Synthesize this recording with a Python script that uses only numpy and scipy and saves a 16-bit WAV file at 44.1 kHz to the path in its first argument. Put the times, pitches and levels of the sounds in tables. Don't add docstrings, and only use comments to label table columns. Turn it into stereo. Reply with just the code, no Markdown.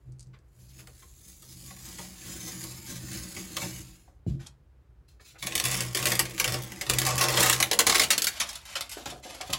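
import sys
import numpy as np
from scipy import signal
from scipy.fft import rfft, irfft
from scipy.io import wavfile

SR = 44100
rng = np.random.default_rng(int(sys.argv[2]) if len(sys.argv) > 2 else 0)


def digitize_waveform(pressure):
    field = np.atleast_2d(pressure).T
    bounded = np.clip(field, -1, 1)
    quanta = np.round(bounded * 32767).astype(np.int16)
    wavfile.write(sys.argv[1], SR, quanta)


N = 422478
TIME = np.arange(N) / SR


def from_db(db):
    return 10 ** (np.asarray(db) / 20)


def rms_one(x):
    return x / np.sqrt(np.mean(x ** 2) + 1e-20)


def at_hz(points, hz):
    points = np.array(points)
    return np.interp(np.log(np.maximum(hz, 1)), np.log(points[:, 0]), points[:, 1])


def curve(rows):
    return from_db(np.interp(TIME, *np.transpose(rows)))


def swells(rows, attack_s, release_s):
    out = np.zeros(N)
    for s, length, db in rows:
        attack = np.clip((TIME - s) / attack_s, 0, 1)
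        release = np.exp(-np.clip((TIME - s - length) / release_s, 0, 20))
        out += from_db(db) * attack * release
    return out


def drift(rate):
    return np.interp(TIME * rate, np.arange(N // 20), rng.standard_normal(N // 20))


def butter(x, hz, kind, order=2):
    sections = signal.butter(order, np.clip(hz, 10, .48 * SR), kind, fs=SR, output="sos")
    return signal.sosfilt(sections, x + 1e-18)


def coloured(x, spectrum, size=8192):
    gain = rms_one(from_db(at_hz(spectrum, np.fft.rfftfreq(size, 1 / SR))))
    cepstrum = irfft(np.log(gain))[:size // 2]
    cepstrum[1:] *= 2
    return signal.oaconvolve(x, irfft(np.exp(rfft(cepstrum, size))))[:N]


def resonate(x, modes):
    out, total = 0, 0
    for k, (hz, width, db) in enumerate(modes):
        r = np.exp(-np.pi * width / SR)
        ring = signal.lfilter([1, 0, -1], [1, -2 * r * np.cos(2 * np.pi * hz / SR), r * r], x + 1e-18)
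        out = out + (-1) ** k * from_db(db) * np.sqrt((1 - r * r) / 2) * ring
        total += from_db(db) ** 2
    return out / np.sqrt(total)


def fibres(per_s, spread_db, catch_db, catch_rate):
    sizes = from_db(spread_db * np.minimum(rng.exponential(1, N), 4)) * rng.choice([-1, 1], N)
    breaking = rng.random(N) < per_s / SR
    return rms_one(sizes * breaking * from_db(catch_db * drift(catch_rate)))


RISE_SHARE, TREBLE_HZ = .25, 6850


def bursts(rows, crack_db):
    out, crackle = np.zeros(N), fibres(per_s=26000, spread_db=2, catch_db=2, catch_rate=1200)
    for s, db, length, treble_db in rows:
        at = int(s * SR)
        grains = crackle[at:at + SR // 12]
        t, rise = TIME[:len(grains)], RISE_SHARE * length
        fade = np.exp(-t / length)
        burst = rms_one(grains * fade * (1 - np.exp(-t / rise))) * np.sqrt(np.mean(fade ** 2))
        burst[int(rise * SR)] += from_db(crack_db)
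        burst += (from_db(treble_db) - 1) * butter(burst, TREBLE_HZ, "high", order=1)
        out[at:at + len(burst)] += from_db(db) * burst
    return out


def blows(rows, contact_s):
    out = np.zeros(N)
    for s, db in rows:
        out[int(s * SR)] = from_db(db)
    return butter(out, 1 / (2 * contact_s), "low")


# (frequency [Hz], spectral level [dB])
AIR_SPECTRUM = [(25, -22), (45, -4), (60, 2.5), (90, -10), (130, -10), (200, -27), (350, -24.5), (700, -34),
                (1500, -38), (3000, -47.5), (8000, -56), (16000, -59)]


def house_air():
    shared, apart = (coloured(noise, AIR_SPECTRUM) for noise in rng.standard_normal((2, N)))
    return from_db(-56) * (shared + from_db(-6.5) * apart * [[1], [-1]])


# (start [s], duration [s], level [dB])
BOARD_GROANS = [(.05, 0.089, -40), (.26, 0.017, -42), (.56, .33, -53), (1.45, 0.41, -56),
                (2.55, 0.21, -46.5), (2.92, 0.2, -42.5), (3.62, 0.19, -42.5), (5.4, 0.12, -47.5),
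                (5.63, 0.11, -35.5), (5.8, 0.1, -35), (5.99, 0.27, -36), (6.46, 0.13, -32.5),
                (6.87, 0.31, -31), (7.26, 0.34, -36)]
# (frequency [Hz], bandwidth [Hz], level [dB])
BOARD_MODES = [(55, 6.6, -1), (92.3, 86, 4), (131, 13, 0), (181.1, 8.7, 4.5), (253, 96, 2),
               (319.8, 14.5, 3), (347, 28, -1), (520, 180, -6.5)]
BOARD_FOLLOWS = .32


def shelf_board():
    slips = fibres(per_s=1500, spread_db=1.5, catch_db=3, catch_rate=35)
    slow, hard = slow_pull(), hard_pull()
    swing = swells(BOARD_GROANS, attack_s=.024, release_s=.065) + from_db(-8) * slow + from_db(-9) * hard
    hum_hz = 125.5 + 3 * drift(22)
    tone = np.sqrt(2) * np.sin(2 * np.pi * np.cumsum(hum_hz) / SR)
    hum = swing * from_db(-4 + 1.4 * drift(35)) * tone
    rumble = from_db(-14.5) * swing * rms_one(butter(slips, 91, "low"))
    shaking = slips * (from_db(-1) * slow * curve(STRIP_GROWTH) + from_db(-16) * swing)
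    jolts = butter(slips * from_db(-27.5) * hard ** BOARD_FOLLOWS, 204, "high")
    return hum + rumble + resonate(shaking + jolts, BOARD_MODES)


# (time [s], level [dB])
HAND_BUMPS = [(0.089, -44), (4.265, -5), (9.06, -26), (9.495, -20.5), (9.54, -52)]
# (frequency [Hz], bandwidth [Hz], level [dB])
PANEL_MODES = [(57.3, 9.2, 2), (96, 93, 9.5), (137.2, 6.8, 6), (168.3, 12, -8), (235, 180, 4.5),
               (339.4, 9.7, -1), (694, 240, -1)]


def thuds(shudder_db, shudder_s):
    push, t = blows(HAND_BUMPS, contact_s=.0014), TIME[:SR // 2]
    shudder = butter(rng.standard_normal(len(t)), 510, "low") * np.exp(-t / shudder_s)
    return resonate(push + from_db(shudder_db) * signal.fftconvolve(push, shudder)[:N], PANEL_MODES)


# (time [s], level [dB])
NEAR_TICKS = [(0.1216, -45), (.187, -53), (0.195, -32.5), (0.2067, -32.5), (0.228, -38), (.262, -56),
              (.27, -50), (.389, -50), (.564, -54), (0.8704, -50), (4.47, -26.5)]


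def near_ticks():
    return butter(blows(NEAR_TICKS, contact_s=.00005), [4500, 9500], "band")


# (time [s], level [dB], decay time [s])
HAND_SCUFFS = [(0.33, -45.5, 0.017), (0.786, -44, 0.016), (0.868, -49.5, .008), (4.083, -64, 0.0067),
               (4.391, -43, 0.013), (5.195, -44.5, 0.0076), (5.352, -42.5, .012)]
# (lower edge [Hz], upper edge [Hz])
SCUFF_BAND = [350, 2230]
# (start [s], duration [s], level [dB])
FINGER_STROKES = [(.68, 0.017, -61), (5.078, 0.01, -62), (5.2, 0.01, -57), (5.243, 0.06, -55),
                  (5.38, .04, -49)]
# (frequency [Hz], spectral level [dB])
SKIN_SPECTRUM = [(500, -41), (1200, -12), (2500, -4.5), (4300, 0.5), (5500, -3), (7500, -4), (10000, -8.5),
                 (16000, -13)]


def fingers():
    friction = fibres(per_s=9000, spread_db=1.5, catch_db=1.5, catch_rate=120)
    scuffs = bursts([(s, db, length, 0) for s, db, length in HAND_SCUFFS], crack_db=-3)
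    strokes = swells(FINGER_STROKES, attack_s=.0067, release_s=.035)
    return coloured(strokes * friction, SKIN_SPECTRUM) + from_db(4) * butter(scuffs, SCUFF_BAND, "band")


# (time [s], level [dB])
PULL_LEVELS = [(.45, -84), (.61, -61.5), (.73, -63), (.8, -49.5), (.85, -64.5), (.95, -55), (1.14, -60.5),
               (1.27, -50), (1.39, -56), (1.52, -48.5), (1.82, -48.5), (1.9, -45), (1.95, -48),
               (2.04, -45.5), (2.14, -51.5), (2.3, -42.5), (2.38, -45), (2.47, -43), (2.66, -44.5),
               (2.82, -51.5), (2.89, -43), (3.04, -48.5), (3.16, -39), (3.29, -49), (3.37, -43.5),
               (3.49, -50), (3.62, -39.5), (3.83, -52.5), (4.04, -68.5), (4.2, -93)]


def slow_pull():
    return curve(PULL_LEVELS) * (TIME < PULL_LEVELS[-1][0])


# (frequency [Hz], spectral level [dB])
GLUE_SPECTRUM = [(150, -15), (400, -27), (800, -14.5), (1200, -13), (1600, -6), (2100, -4.5), (3000, -6.5),
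                 (3500, -5), (3900, -5), (5000, -5.5), (6700, 2.5), (8000, -2.5), (9300, -4.5),
                 (12000, -5.5), (16000, -11)]
# (time [s], level [dB])
STRIP_GROWTH = [(.6, -4.5), (1.3, -12), (2.0, 0), (3.6, 1.5)]


def slow_peel():
    pull, body = slow_pull(), curve(STRIP_GROWTH)
    fine = pull * fibres(per_s=5100, spread_db=-3, catch_db=2.5, catch_rate=190)
    coarse = pull * fibres(per_s=300, spread_db=2, catch_db=2.5, catch_rate=60)
    breaks = from_db(-.5) * fine + from_db(-2) * coarse
    ring = peel_line_ring(breaks, hz=5270, width_hz=160, spread=.016, rate=6.4)
    fizz = coloured(breaks, GLUE_SPECTRUM) + from_db(-11) * ring
    fizz += (body - 1) * butter(fizz, 7300, "low", order=1)
    return fizz, from_db(-12) * body * butter(coarse + fine, 710, "high")


def peel_line_ring(x, hz, width_hz, spread, rate):
    pitch_hz = hz * np.exp(spread * drift(rate))
    turn = np.exp(2j * np.pi * np.cumsum(pitch_hz) / SR)
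    r = np.exp(-np.pi * width_hz / SR)
    return np.sqrt(2 * (1 - r * r)) * np.imag(turn * signal.lfilter([1], [1, -r], x / turn + 1e-18))


# (frequency [Hz], bandwidth [Hz], level [dB])
SHEET_MODES = [(353.5, 16, -1), (476, 28, -2.5), (563, 23, -4), (621, 6.3, -9), (748, 39, -2),
               (923, 26, -9.5), (1073, 59, -2), (1364, 470, -4.5), (1960, 50, -11)]


def taut_sheet(force):
    return resonate(force, SHEET_MODES)


def sharp_cracks():
    cracks = np.zeros(N)
    for s, db, length, treble_db in GLUE_RIPS + BUCKLES:
        cracks[int((s + RISE_SHARE * length) * SR)] = from_db(db + 11 + .53 * treble_db)
    for pace, per_s, db in [(hard_pull(), 130, 3),
                            (slow_pull(), 150, -7.5),
                            (sliding(), 70, -9.5)]:
        cracks += from_db(db) * pace * fibres(per_s=per_s, spread_db=2, catch_db=2, catch_rate=30)
    return butter(cracks, [3000, 14000], "band", order=1)


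# (time [s], level [dB], decay time [s], treble gain [dB])
GLUE_RIPS = [(0.872, -42, 0.0016, 6.5), (1.022, -44.5, 0.0048, -20), (1.421, -48.5, 0.0049, 13),
             (1.49, -53, 0.0016, 14), (1.704, -41, 0.006, -10), (1.766, -43.5, 0.0016, 1),
             (1.983, -32, 0.0069, -21), (2.045, -40, 0.0017, 2), (2.639, -34.5, 0.0024, 8),
             (3.364, -32.5, 0.0084, -2), (3.44, -41, .002, 8), (3.5665, -20.5, 0.004, 0),
             (3.613, -27.5, 0.014, -7), (5.425, -23, .005, -4), (5.4694, -16.5, 0.0022, -1),
             (5.522, -22, 0.0018, -23), (5.5525, -15, 0.0033, 5), (5.578, -17, 0.0024, 0),
             (5.5992, -10, 0.00083, -3.5), (5.6396, -17.5, 0.0016, -3), (5.654, -15.5, 0.0026, 1),
             (5.742, -17.5, 0.0037, -3), (5.8052, -14.5, 0.0023, -2), (5.9474, -13.5, 0.0035, -4),
             (5.9706, -17.5, 0.003, -1), (5.9891, -29, 0.0021, 7), (6.026, -17.5, 0.0024, -4),
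             (6.0552, -10.5, 0.0024, 1), (6.068, -14.5, 0.0038, -1), (6.118, -13, 0.0035, -1),
             (6.1527, -17.5, 0.0015, 3.5), (6.192, -9, 0.0033, 3.5), (6.253, -25, 0.0045, -5),
             (6.308, -32, .002, 0), (6.379, -20, 0.0013, -14), (6.3983, -9.5, 0.0018, 0),
             (6.4424, -13, 0.0028, 0.5), (6.4766, -16.5, 0.003, -2), (6.521, -20, 0.0023, -4),
             (6.542, -17, 0.0025, -10), (6.7194, -25.5, 0.0018, -4), (6.76, -35, 0.0015, 1),
             (6.8102, -19.5, 0.0056, -3), (6.8647, -24, 0.0041, -15), (6.892, -26, 0.0017, -3),
             (6.8972, -9, 0.0022, 2), (6.935, -17, 0.0032, -1), (6.985, -13.5, 0.0019, 7),
             (7.0164, -15, 0.0018, -1), (7.051, -20.5, 0.0017, 6), (7.0647, -18.5, 0.0027, 7),
             (7.179, -18, 0.0032, 5.5), (7.2096, -11.5, 0.0051, -1), (7.2384, -10, 0.0016, -2),
             (7.284, -13, 0.0017, -15), (7.339, -15, 0.0032, -21), (7.373, -10.5, 0.0036, -11),
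             (7.404, -14.5, 0.0043, 6.5), (7.428, -13, 0.0058, 4), (7.459, -15.5, 0.0049, 4),
             (7.497, -7, 0.0023, 2), (7.527, -13.5, 0.0052, 3.5), (7.6014, -11.5, 0.0031, 0.5),
             (7.6264, -6.5, 0.0014, 0), (7.7125, -8, 0.0027, -8), (7.7312, -11.5, 0.0017, 0.5),
             (7.789, -5.5, 0.0036, 2.5), (7.802, -13, .004, 1), (7.866, -6.5, 0.0054, -3),
             (7.895, -6, 0.0058, -15), (7.921, -14, 0.0053, -12), (7.9457, -11, 0.0023, -7),
             (7.952, -7, 0.0053, -5), (7.981, -16.5, 0.0022, 4), (7.995, -6, 0.0047, -4.5),
             (8.014, -15, 0.0087, 0.5), (8.034, -13, .005, -8), (8.103, -8.5, 0.0076, 1),
             (8.13, -12.5, 0.0027, -17), (8.1787, -12.5, 0.0027, 1), (8.2198, -11.5, 0.0018, -2),
             (8.2428, -14.5, 0.0013, 6), (8.2681, -13, 0.0044, 2.5)]
# (frequency [Hz], spectral level [dB])
RIP_SPECTRUM = [(200, -14), (600, -6.5), (1400, -4), (2000, 0), (3000, -0.5), (4700, -0.2), (7000, -1.5),
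                (8400, -3), (9700, -4.5), (12000, -7.5), (16000, -13.5)]
# (frequency [Hz], spectral level [dB])
TEAR_SPECTRUM = [(200, -18.5), (500, -21.5), (1300, -9.5), (2000, -0.5), (2900, -4), (5000, -3),
                 (7000, -1.5), (8300, -4), (9700, -9.5), (12000, -10.5), (16000, -26)]
# (frequency [Hz], gain [dB])
FLAP_SPECTRUM = [(480, 4), (610, 7), (900, -6.5), (1400, -2), (2000, 4.5), (2900, 0), (3400, 3.5),
                 (4000, -3.5), (5000, 0), (7000, -0.5), (9200, 1), (16000, 1.5)]
# (start [s], end [s])
FLAP_GROWTH = [6.76, 7.1]
# (time [s], level [dB])
SHEET_TAUTNESS = [(2.0, -5), (3.6, -4.5), (5.6, -16), (6.9, -11.5), (7.25, -7), (7.5, -12), (7.8, -9.5),
                  (8.0, -20.5), (8.3, -53)]


def ripping():
    tearing = hard_pull() * fibres(per_s=5000, spread_db=2.5, catch_db=3, catch_rate=330)
    rips = bursts(GLUE_RIPS, crack_db=14)
    crackle = coloured(from_db(4) * tearing, TEAR_SPECTRUM) + coloured(from_db(-1.5) * rips, RIP_SPECTRUM)
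    stiff = np.interp(TIME, FLAP_GROWTH, [1, 0])
    crackle = coloured(stiff * crackle, FLAP_SPECTRUM) + (1 - stiff) * crackle
    shake = from_db(16) * butter(tearing, 676, "high") + from_db(5) * butter(rips, 780, "high", order=1)
    return crackle, curve(SHEET_TAUTNESS) * shake


# (time [s], level [dB])
EDGE_TAPS = [(4.077, -48.5), (5.345, -47.5), (8.758, -36), (8.968, -28.5), (9.058, -30.5), (9.121, -35),
             (9.158, -41.5), (9.251, -33.5), (9.304, -35.5), (9.346, -37), (9.403, -29.5), (9.494, -29.5)]
# (frequency [Hz], bandwidth [Hz], level [dB])
EDGE_MODES = [(292, 115, -7), (553, 57, -3.5), (732, 53, -0.5), (1380, 660, -4.5)]


def edge_taps(pitch_spread=.025, skid_db=-24.5, skid_s=.0076):
    out, t = 0, TIME[:SR // 16]
    bends = np.exp(pitch_spread * rng.standard_normal(len(EDGE_TAPS)))
    for (s, db), bend in zip(EDGE_TAPS, bends):
        touch = blows([(s, db)], contact_s=.00082)
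        skid = from_db(db + skid_db) * np.exp(-t / skid_s) * rng.standard_normal(len(t))
        touch[int(s * SR):][:len(t)] += skid
        out = out + resonate(touch, [(hz * bend, width, level) for hz, width, level in EDGE_MODES])
    return out


# (start [s], duration [s], level [dB])
PAPER_SLIDES = [(4.26, 0.049, -58.5), (8.3, 0.068, -38), (8.43, 0.135, -44.5), (8.652, 0.16, -46.5),
                (8.89, 0.13, -47), (9.06, 0.025, -44.5), (9.225, 0.38, -48)]


def sliding():
    return swells(PAPER_SLIDES, attack_s=.013, release_s=.049)


# (time [s], level [dB], decay time [s], treble gain [dB])
BUCKLES = [(4.394, -50.5, 0.039, -2), (4.461, -42, 0.0069, -12), (8.398, -16, 0.011, 2),
           (8.489, -29, 0.0055, 5), (8.529, -36.5, 0.0037, 8.5), (8.554, -36, 0.0038, 11.5),
           (8.652, -39.5, 0.006, 7.5), (8.753, -21.5, 0.011, -8), (8.8078, -18, 0.0023, -1),
           (8.893, -40, 0.0038, 15), (8.911, -35, 0.017, 9), (9.0562, -24, 0.00523, -8),
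           (9.304, -37, 0.0035, 2), (9.347, -37.5, 0.0055, 1), (9.41, -22.5, 0.0034, -22),
           (9.5, -33, 0.0064, 0), (9.528, -23, 0.0031, 2), (9.532, -17, 0.0037, 0.5)]
# (frequency [Hz], spectral level [dB])
RUSTLE_SPECTRUM = [(100, -15), (200, -12), (400, -9.5), (700, 3), (1200, 7), (1800, 4), (3300, 7.5),
                   (4400, 5), (7000, 3), (9500, -3), (12000, -4.5), (16000, -29)]


def loose_sheet():
    rubbing = sliding() * fibres(per_s=5000, spread_db=-1.5, catch_db=4, catch_rate=67)
    buckling = bursts(BUCKLES, crack_db=11)
    flutter = resonate(from_db(-24) * buckling + from_db(-25) * rubbing, EDGE_MODES)
    return coloured(rubbing + from_db(-.5) * buckling, RUSTLE_SPECTRUM) + flutter


# (start [s], duration [s], level [dB])
HARD_TUGS = [(5.42, 0.22, -53), (5.63, 0.16, -40), (5.95, 0.05, -39), (6.06, 0.045, -39),
             (6.38, 0.16, -44.5), (6.89, 0.16, -46.5), (7.05, 0.043, -35), (7.18, 0.17, -36),
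             (7.36, 0.12, -32), (7.86, 0.043, -37)]


def hard_pull(creep_db=-53.5):
    holding = (TIME > HARD_TUGS[0][0]) & (TIME < GLUE_RIPS[-1][0])
    return swells(HARD_TUGS, attack_s=.012, release_s=.058) + from_db(creep_db) * holding


# (frequency [Hz], correlation [1])
COHERENCE = [(150, 0.96), (330, 0.03), (480, -0.1), (650, -0.38), (950, -0.19), (1400, -0.22), (2000, 0.12),
             (3200, 0.032), (8000, 0.1)]
# (frequency [Hz], level [dB])
STEREO_BALANCE = [(150, 0.5), (350, 4), (900, 1), (2500, 2), (6000, 4), (9000, -0.5), (12000, -1),
                  (16000, 0.5)]
# (frequency [Hz], reverberation time [s])
REVERB_TIMES = [(200, 0.61), (700, 0.35), (2000, 0.17), (6000, 0.12), (15000, 0.12)]
ECHO_S, ECHO_DB = .0135, -11
TAIL_T60_S, TAIL_DB = .55, -27
RIGHT_LAG, TOP_LAG = 20, 10


def closet(x, direct_db, near_db, near_s, moving, size=16384, stretches=80):
    t, hz = TIME[:size], np.fft.rfftfreq(size, 1 / SR)
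    alike = at_hz(COHERENCE, hz)
    centres, t60s = np.transpose(REVERB_TIMES)
    bands = np.array([at_hz(list(zip(centres, weights)), hz) for weights in np.eye(len(centres))])
    ring = from_db(-60 * t / t60s[:, None])
    tail = from_db(TAIL_DB - 60 * t / TAIL_T60_S)
    near_walls = from_db(near_db) * np.exp(-t / near_s)
    echo = from_db(ECHO_DB) * (t > ECHO_S) * np.exp(-np.abs(t - ECHO_S) / near_s)
    decay = ring + tail + near_walls + echo
    decay /= np.sqrt(np.sum(decay ** 2) / len(centres))
    delay = np.exp(-2j * np.pi * hz / SR)
    direct_gain = from_db(direct_db - 2 * np.clip(hz / 12000, 0, 1))
    direct = direct_gain * np.array([delay ** 0, delay ** RIGHT_LAG])
    balance = from_db(at_hz(STEREO_BALANCE, hz) / 2 * [[1], [-1]])
    top = np.interp(hz, [8500, 10500], [0, 1])
    still = np.sqrt(1 - moving) * rng.standard_normal((2, size))
    out = np.zeros((2, N + size))
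    for part in np.array_split(np.arange(N), stretches):
        mid, side = rfft(still + np.sqrt(moving) * rng.standard_normal((2, size)))
        field = np.sqrt(1 + alike) * mid + np.sqrt(1 - alike) * side * [[1], [-1]]
        reflections = np.sum(irfft(field[:, None] * bands) * decay, axis=1)
        paths = direct + rfft(reflections)
        paths[0] = np.sqrt(1 - top) * paths[0] - np.sqrt(top) * paths[1] * delay ** TOP_LAG
        response = irfft(paths * balance) * (1 - t / t[-1])
        out[:, part[0]:part[-1] + size] += signal.fftconvolve(x[None, part], response, axes=1)
    return out[:, :N]


def scene():
    fizz, tremble = slow_peel()
    crackle, shake = ripping()
    ticks = from_db(10) * near_ticks()
    paper = fizz + crackle + loose_sheet() + from_db(22) * edge_taps() + fingers() + from_db(2) * ticks
    paper = closet(paper, direct_db=-6.5, near_db=3.5, near_s=.0036, moving=.91)
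    cracks = closet(sharp_cracks(), direct_db=-7, near_db=21, near_s=.0014, moving=.9, size=8192)
    sheet = closet(taut_sheet(tremble + shake), direct_db=-19.5, near_db=11, near_s=.0098, moving=.57)
    close = shelf_board() + from_db(12) * thuds(shudder_db=-28.5, shudder_s=.056) + ticks
    close = np.array([from_db(1) * close, from_db(-.65) * np.pad(close, (RIGHT_LAG, 0))[:N]])
    return paper + cracks + sheet + close + house_air()


def record(dry):
    rounded = .85 * np.tanh(butter(dry, 40, "high", order=3) / .85)
    return signal.sosfilt(signal.ellip(10, .2, 90, 15900, fs=SR, output="sos"), rounded)


dry = scene()
out = record(dry)
digitize_waveform(out)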